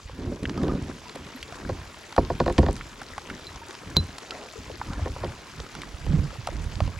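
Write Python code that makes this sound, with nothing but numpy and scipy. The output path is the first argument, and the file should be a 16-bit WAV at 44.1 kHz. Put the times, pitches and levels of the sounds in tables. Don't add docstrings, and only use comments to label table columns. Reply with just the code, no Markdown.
import sys
import numpy as np
from scipy import signal
from scipy.fft import rfft, irfft
from scipy.io import wavfile
from scipy.ndimage import uniform_filter1d

SR = 44100
rng = np.random.default_rng(int(sys.argv[2]) if len(sys.argv) > 2 else 0)


def digitize_waveform(pressure):
    field = np.atleast_2d(pressure).T
    bounded = np.clip(field, -1, 1)
    quanta = np.round(bounded * 32767).astype(np.int16)
    wavfile.write(sys.argv[1], SR, quanta)


N = 308259

# t/s, peak level/dB, thump relative level/dB, thump pitch f/Hz,
# pitch favoured by the spot f/Hz, crack relative level/dB
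BLOWS = [(0.633, -20, -15.5, 87.5, 306, -9.5), (0.681, -20.5, 0, 64.6, 301, -8),
         (1.154, -29, -20.5, 199, 433, -5), (1.692, -16.5, -17.5, 75.4, 483, -11.5),
         (2.178, -5, -10, 126, 680, -27), (2.3, -12, -30.5, 110, 655, -23),
         (2.401, -8.5, -7.5, 116, 680, -11.5), (2.461, -13.5, -7, 109, 505, -12.5),
         (2.478, -13.5, -26, 56.5, 504, -14), (2.498, -17.5, -16, 67.3, 415, -11),
         (2.581, -16, 12, 197, 490, 2.5), (2.584, -8.5, 4, 201, 330, -13),
         (2.629, -14.5, -11, 80.7, 345, -14), (2.663, -21.5, 2.5, 170, 1490, -2.5),
         (2.684, -13.5, -2.5, 56.5, 350, -16.5), (3.963, -20, 9.5, 118, 345, -3),
         (5.057, -22, -30, 129, 440, -12), (5.07, -26, -12, 86.1, 680, -29),
         (5.233, -18.5, -8, 56.5, 550, -15), (5.245, -24, 3, 116, 450, -2.5)]
# f/Hz, level/dB, decay time t60/s
HULL_MODES = [(63.5, 9, 0.0855), (83.4, 4, 0.196), (109.5, -2, 0.18), (159.4, 8.5, 0.089),
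              (201.7, 3, 0.055), (249.4, 6, 0.06), (288, -4.5, 0.063), (351, 6.5, 0.064), (414, -3.5, 0.11),
              (512, 2.5, 0.07), (568, 6, 0.039), (690, 6.5, 0.038), (781, 3.5, 0.036), (946.7, 2.5, 0.0468),
              (1072, 6.5, 0.0247), (1263, 4.5, 0.01), (1446, -7, 0.035), (1804, 7.5, 0.01226),
              (2410, -3, 0.014)]
# f/Hz, relative spectral level/dB per Hz
RAIN_SPECTRUM = [(18, -34), (30, -1), (64, 1.5), (131, -8.5), (233, -4), (822, -9), (937, -5),
                 (3980, -13.5), (5040, -14.5), (7470, -18), (8740, -29), (9970, -24.5), (14800, -43),
                 (16000, -35)]

LEFT_RIGHT = np.array([[1], [-1]])


def amp(db):
    return 10 ** (np.asarray(db) / 20)


def evened(x):
    return x / np.sqrt(np.mean(x ** 2) + 1e-20)


def peaked(x):
    return x / (abs(x).max() + 1e-20)


def read(points, hz):
    f, value = np.transpose(points)
    return np.interp(np.log(hz + 1), np.log(f + 1), value)


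def curves(rows):
    s, *columns = np.transpose(rows)
    return [np.interp(np.arange(N) / SR, s, c) for c in columns]


def add(mix, s, sound):
    part = mix[round(s * SR):][:len(sound)]
    part += sound[:len(part)]


def ring(modes, t, extra_db=0., turns=0., rise_cycles=0.11):
    hz, db, t60 = np.transpose(modes)[:, :, None]
    swell = 1 - np.exp(-t * hz / rise_cycles)
    decay = amp(db + extra_db - 60 * t / t60)
    return (decay * swell * np.sin(2 * np.pi * (hz * t + turns))).sum(0)


def plip(hz, cycles, glide):
    u = np.arange(0, 4, hz / SR / max(cycles, .5))
    envelope = u ** 1.15 * np.exp(-2.5 * u)
    phase = 2 * np.pi * cycles * u * (1 + glide * np.minimum(u, 2))
    return peaked(envelope * np.sin(phase))


def snap(noise, low_hz, high_hz, decay_s):
    t = np.arange(noise.shape[-1]) / SR
    band = signal.butter(2, [low_hz, high_hz], "band", fs=SR, output="sos")
    return peaked(signal.sosfilt(np.vstack([band, band]), noise * np.exp(-t / decay_s)))


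def train(per_s, spread_db):
    place, size, sign = rng.random((int(per_s * N / SR), 3)).T
    size_db = spread_db * np.minimum(-np.log(size + 1e-9), 5)
    return np.bincount((place * N).astype(int), amp(size_db) * np.sign(sign - .5), N)


def steadied(x, span_s, share):
    power = uniform_filter1d(evened(x) ** 2, size=int(span_s * SR))
    return evened(x / (abs(power) + 0.076) ** (share / 2))


def rain():
    # f/Hz, coherence (1)
    likeness = [(60, 0.59), (180, 0.85), (550, 0.97), (1650, 0.8), (4970, 0.81), (15000, 0.43)]
    frames, hz = N // 128 + 5, np.fft.rfftfreq(512, 1 / SR)
    a, b, c, d, patches = rng.standard_normal((frames, 257, 5)).T
    flicker = evened(uniform_filter1d(patches, 60, axis=0))
    patches = uniform_filter1d(patches, 6, axis=0)
    patches = evened(uniform_filter1d(patches, 20, axis=1))
    same = np.clip(read(likeness, hz), -1, 1)[:, None]
    left, independent = a + 1j * b, c + 1j * d
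    z = np.array([left, same * left + np.sqrt(1 - same ** 2) * independent])
    z *= amp(read(RAIN_SPECTRUM, hz)[:, None] + 1.33 * patches + 2.84 * flicker)
    noise = signal.istft(z, nperseg=512, noverlap=384)[1][:, :N]
    return amp(-46) * evened(noise)


def patter(level_db, low_hz, high_hz, per_s, cycles, count=12):
    out = np.zeros((2, N))
    for hz, side in zip(np.geomspace(low_hz, high_hz, count), rng.uniform(-0.042, 1, count)):
        drops = signal.oaconvolve(train(per_s / count, 3.28), plip(hz, cycles, 0.079))[:N]
        band_db = read(RAIN_SPECTRUM, hz) + 10 * np.log10(hz)
        out += drops * amp(band_db + 8.2 * side * LEFT_RIGHT)
    return amp(level_db) * evened(out)


def motion():
    # start t/s, hold t/s, rumble level/dB, scrape relative level/dB, favoured pitch f/Hz
    shifts = [(0.0, 0.12, -39.5, -29, 201), (0.208, .11, -35.5, 1.5, 262.6), (0.427, 0.13, -40, 5, 256.4),
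              (0.598, 0.15, -31.5, 4.5, 229.5), (0.831, 0.082, -37.5, 3.5, 216.7),
              (1.15, 0.11, -50, 5, 222), (1.411, .16, -47, -10, 306), (1.652, 0.065, -36.5, 1, 255),
              (1.782, 0.076, -43, -18, 170), (2.73, 0.076, -34.5, -27, 160), (2.93, 0.27, -48, -10, 282.6),
              (3.301, 0.039, -43.5, 3, 247), (3.44, 0.13, -47.5, -8, 230), (3.877, 0.064, -44, 5, 175),
              (4.03, 0.094, -48.5, 0, 162), (4.32, 0.11, -60, 13.5, 424), (4.595, 0.27, -46, -4.5, 267),
              (4.896, 0.216, -32, -9.5, 214), (5.246, 0.027, -28.5, -13, 165), (5.58, 0.021, -37, -8, 165),
              (5.783, 0.034, -40.5, -2, 212), (5.9, 0.117, -37.5, -15, 160), (6.098, 0.13, -23.5, -7, 168),
              (6.51, 0.22, -30.5, -10.5, 165), (6.821, 0.036, -27.5, -5.5, 155.3),
              (6.96, .04, -36, -22, 160)]
    rise_db_per_s, fall_db_per_s = 267, 198
    still_db, still_hz = -62.5, 290
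    after_db, after_scrape_db, after_hz, after_fall_db_per_s = -14, -4.5, 214, 161
    t = np.arange(0, N + 64, 64) / SR
    s, hold, db, scrape_db, hz = np.transpose(shifts)[:, :, None]
    shift_db = db - rise_db_per_s * np.maximum(s - t, 0) - fall_db_per_s * np.maximum(t - s - hold, 0)
    s, db, thump_db = np.transpose(BLOWS)[:3, :, None]
    rocking_db = db + np.maximum(thump_db, 0) + after_db - after_fall_db_per_s * abs(t - s)
    shift = amp(shift_db) ** 2
    after = (amp(rocking_db) ** 2 * (t > s + .012)).sum(0)
    still = amp(still_db) ** 2
    scraped, shaken = shift * amp(scrape_db) ** 2, after * amp(after_scrape_db) ** 2
    scrape = scraped.sum(0) + shaken + still
    pitch = ((scraped * hz).sum(0) + shaken * after_hz + still * still_hz) / scrape
    gains = np.sqrt(shift.sum(0) + after + still), np.sqrt(scrape), pitch
    return [np.interp(np.arange(N) / SR, t, uniform_filter1d(g, size=9)) for g in gains]


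def grind():
    rumble_gain, scrape_gain, favoured_hz = motion()
    t = np.arange(SR // 4) / SR
    sway_band = signal.butter(2, [28, 60], "band", fs=SR, output="sos")
    sway = signal.sosfilt(sway_band, train(300, 3.3))
    lurch = signal.oaconvolve(train(90, 4.2), ring(HULL_MODES[:3], t, -120 * t, rise_cycles=0.38))[:N]
    slips, scrape = train(420, 3.0), 0
    for mode in HULL_MODES[3:10]:
        share = amp(-18.0 * np.log2(mode[0] / favoured_hz) ** 2)
        rung = signal.oaconvolve(slips, ring([mode], t, -90 * t, rise_cycles=0.39))[:N]
        scrape += share * evened(rung)
    slosh = signal.oaconvolve(train(450, 3.0), ring(HULL_MODES[9:17], t, -300 * t))[:N]
    slosh_gain = amp(-14 + 7.0 * np.log2(favoured_hz / 250))
    low = steadied(evened(lurch) + .5 * evened(sway), 0.0775, 0.36)
    high = steadied(scrape, 0.086, 0.23) + slosh_gain * steadied(slosh, 0.092, 0.057)
    return rumble_gain * low + scrape_gain * high


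def taps():
    # t/s, peak level/dB, pitch f/Hz, click relative level/dB,
    # spray relative level/dB
    tap_rows = [(0.095, -36, 500, -26, -29), (0.432, -42, 1050, 12, 6), (0.454, -24, 1600, -18, -27.5),
                (0.495, -36.5, 852, 11.5, -20), (0.576, -32, 540, 0.5, -15), (1.095, -38.5, 1020, 10, -20),
                (1.428, -30, 2300, 2, -5), (1.524, -35, 681, 2.5, -7), (2.125, -35, 900, 3, -5),
                (1.157, -42, 2000, 0, 7.5), (2.164, -28, 790, 3, -9.5), (2.525, -41, 2000, -6, 8),
                (2.589, -30.5, 2000, -6, 3), (2.729, -46, 760, -14, 13), (2.765, -40.5, 1030, 9.5, 5),
                (2.81, -29, 1363, -46, -60), (3.016, -28.5, 790, -5, -9), (3.18, -26, 814, -0.5, -9),
                (3.3, -29.5, 1396, -2, -12.5), (3.708, -47, 1240, 19.5, 9), (3.751, -34, 1065, 4.5, -9.5),
                (4.183, -36.5, 690, 12.5, 7), (4.308, -25.5, 2750, 3, -12), (4.698, -34, 511, -20, -22),
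                (4.814, -23.5, 870, -35, -37), (4.933, -33, 950, 3.5, -22), (4.993, -33, 620, -21, -26),
                (5.163, -30.5, 530, -33, -26), (5.601, -34.5, 555, 8, -25), (5.751, -33.5, 880, 3, -4),
                (5.818, -33, 2210, 1, -4), (5.834, -32.5, 1140, -5.5, -10.5), (6.065, -32, 485, -1, -23),
                (6.472, -23, 734, 2, -4), (6.487, -28.5, 571, -15, -31), (6.804, -21, 609, -0.5, -19),
                (6.876, -33.5, 516, 1, -24)]
    out = np.zeros((2, N))
    for s, db, hz, click_db, spray_db in tap_rows:
        splash, click, *spray = rng.standard_normal((4, 600))
        rough = amp(2.0) * snap(splash, 0.94 * hz, 2.13 * hz, 0.003)
        rough += amp(click_db) * snap(click, 1002, 5980, 0.0022)
        for port, fine in zip(out, spray):
            add(port, s, amp(db) * plip(hz, 2.97, 0.0022))
            add(port, s, amp(db) * (rough + amp(spray_db) * snap(fine, 5500, 10960, 0.0017)))
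    return out


def bubbles_and_bumps():
    # t/s, peak level/dB, pitch f/Hz
    tone_rows = [(.318, -32.5, 566.5), (0.577, -36.5, 1250), (0.692, -32.5, 1219), (1.348, -34, 257),
                 (3.615, -38, 922), (1.064, -42, 974), (4.316, -37, 1335), (6.102, -19, 162),
                 (6.135, -14, 156.6), (6.211, -22.5, 139), (6.241, -25, 145), (6.383, -28, 114),
                 (6.816, -23.5, 96), (6.874, -21, 87.8)]
    cycles_at_500_hz, cycles_slope, glide = 7.1, 0.86, .003
    out = np.zeros(N)
    for s, db, hz in tone_rows:
        cycles = cycles_at_500_hz * (hz / 500) ** cycles_slope
        add(out, s, amp(db) * plip(hz, cycles, glide))
    return out


def swill(count=12):
    # start t/s, hold t/s, level/dB, favoured pitch f/Hz
    washes = [(0.576, 0.165, -46.5, 1057), (4.355, 0.086, -40, 577), (4.93, 0.055, -39, 1090),
              (5.232, 0.063, -43, 800), (6.052, 0.065, -51, 480), (6.55, 0.28, -53.5, 550)]
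    low_hz, high_hz, bubbles_per_s = 418.8, 1690, 900
    fade_db_per_s, fall_db_per_octave = 150, 10.5
    t, out = np.arange(0, N + 64, 64) / SR, np.zeros(N)
    s, hold, db, favoured_hz = np.transpose(washes)[:, :, None]
    wash_db = db - fade_db_per_s * np.maximum(np.maximum(s - t, t - s - hold), 0)
    for hz in np.geomspace(low_hz, high_hz, count):
        off_pitch_db = fall_db_per_octave * abs(np.log2(hz / favoured_hz))
        gain = amp(wash_db - off_pitch_db).sum(0) / np.sqrt(count)
        crowd = signal.oaconvolve(train(bubbles_per_s / count, 2.5), plip(hz, 7.1, 0.018))[:N]
        out += np.interp(np.arange(N) / SR, t, gain) * evened(crowd)
    return out


def knocks():
    out, t, hz = np.zeros(N), np.arange(SR // 4) / SR, np.transpose(HULL_MODES)[0][:, None]
    for s, db, thump_db, thump_hz, spot_hz, crack_db in BLOWS:
        spot, turns = rng.standard_normal((2, len(HULL_MODES), 1))
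        weight_db = 2.0 * spot - 4.04 * abs(np.log2(hz / spot_hz))
        body = ring(HULL_MODES[4:], t, weight_db[4:], 0.2 * turns[4:], 1.8)
        thump_weight_db = -14.0 * abs(np.log2(hz[:5] / thump_hz))
        thump = ring(HULL_MODES[:5], t, thump_weight_db, 0., 0.38) * (1.0 + np.exp(-t / 0.035))
        crack = snap(rng.standard_normal(800), 740, 5550, 0.00178)
        rattle = snap(rng.standard_normal(3000), 3800, 5250, 0.012)
        add(out, s + 0.001377, amp(db) * peaked(body))
        add(out, s + 0.00592, amp(db + thump_db) * peaked(thump))
        add(out, s, amp(db + crack_db) * crack)
        add(out, s + 0.003, amp(db - 30) * rattle)
    return out


def pings():
    # t/s, peak level/dB, top modes relative level/dB
    strokes = [(1.361, -40.5, -4), (3.469, -29.5, -32), (3.9676, -6, -23)]
    # f/Hz, level/dB, decay time t60/s
    hook_modes = [(4036.6, -7.5, 0.091), (4070, -21, 0.15), (4218, -10, 0.0276)]
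    # f/Hz, level/dB, decay time t60/s
    top_modes = [(11000, -8, .05), (11760, 8, 0.027), (12000, -13, .04)]
    out, t = np.zeros(N), np.arange(SR // 5) / SR
    for s, db, top_db in strokes:
        tone = peaked(ring(hook_modes, t)) + amp(top_db) * peaked(ring(top_modes, t))
        add(out, s, amp(db) * tone)
        add(out, s, amp(db - 15.5) * snap(rng.standard_normal(400), 2400, 10000, 0.0021))
    return out


def scene():
    # t/s, left minus right level/dB
    turning = [(0.0, -1), (5.14, 0.5), (5.68, -4), (6.05, -5.5), (6.99, -6)]
    # t/s, level/dB
    shower = [(0.0, -54), (0.41, -52.5), (0.6, -51.5), (1.4, -49.5), (6.99, -49)]
    facing = amp(curves(turning)[0] / 2 * LEFT_RIGHT)
    shower_db = curves(shower)[0]
    weather = rain()
    weather += patter(-52.0, 318, 3204, 150, 3.64)
    weather += patter(-55, 1910, 11420, 400, 1.71)
    weather += patter(-62, 3540, 13000, 60, 0.8)
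    weather *= amp(shower_db - shower_db.mean())
    turned = (grind() + bubbles_and_bumps() + swill()) * facing
    return turned + knocks() + taps() + pings() + weather


def record(dry):
    # f/Hz, left minus right level/dB
    port_levels = [(60, -1), (150, 1), (380, -1), (950, -0.5), (2380, -1), (5980, -1.5), (15000, 3)]
    # f/Hz, phase/rad
    port_lead = [(100, 0.023), (1200, -0.26), (3200, -0.63), (5000, -0.46)]
    hz, side = np.fft.rfftfreq(N, 1 / SR), LEFT_RIGHT / 2
    ports = amp(read(port_levels, hz) * side) * np.exp(1j * read(port_lead, hz) * side)
    bass_cut = np.sqrt(1 + (35 / (hz + 1)) ** 4)
    heard = irfft(rfft(dry) * ports / bass_cut, N)
    band_limit = signal.firwin(511, 16000, window=("kaiser", 9), fs=SR)
    return signal.oaconvolve(heard, band_limit[None], "same")


dry = scene()
out = record(dry)
digitize_waveform(out)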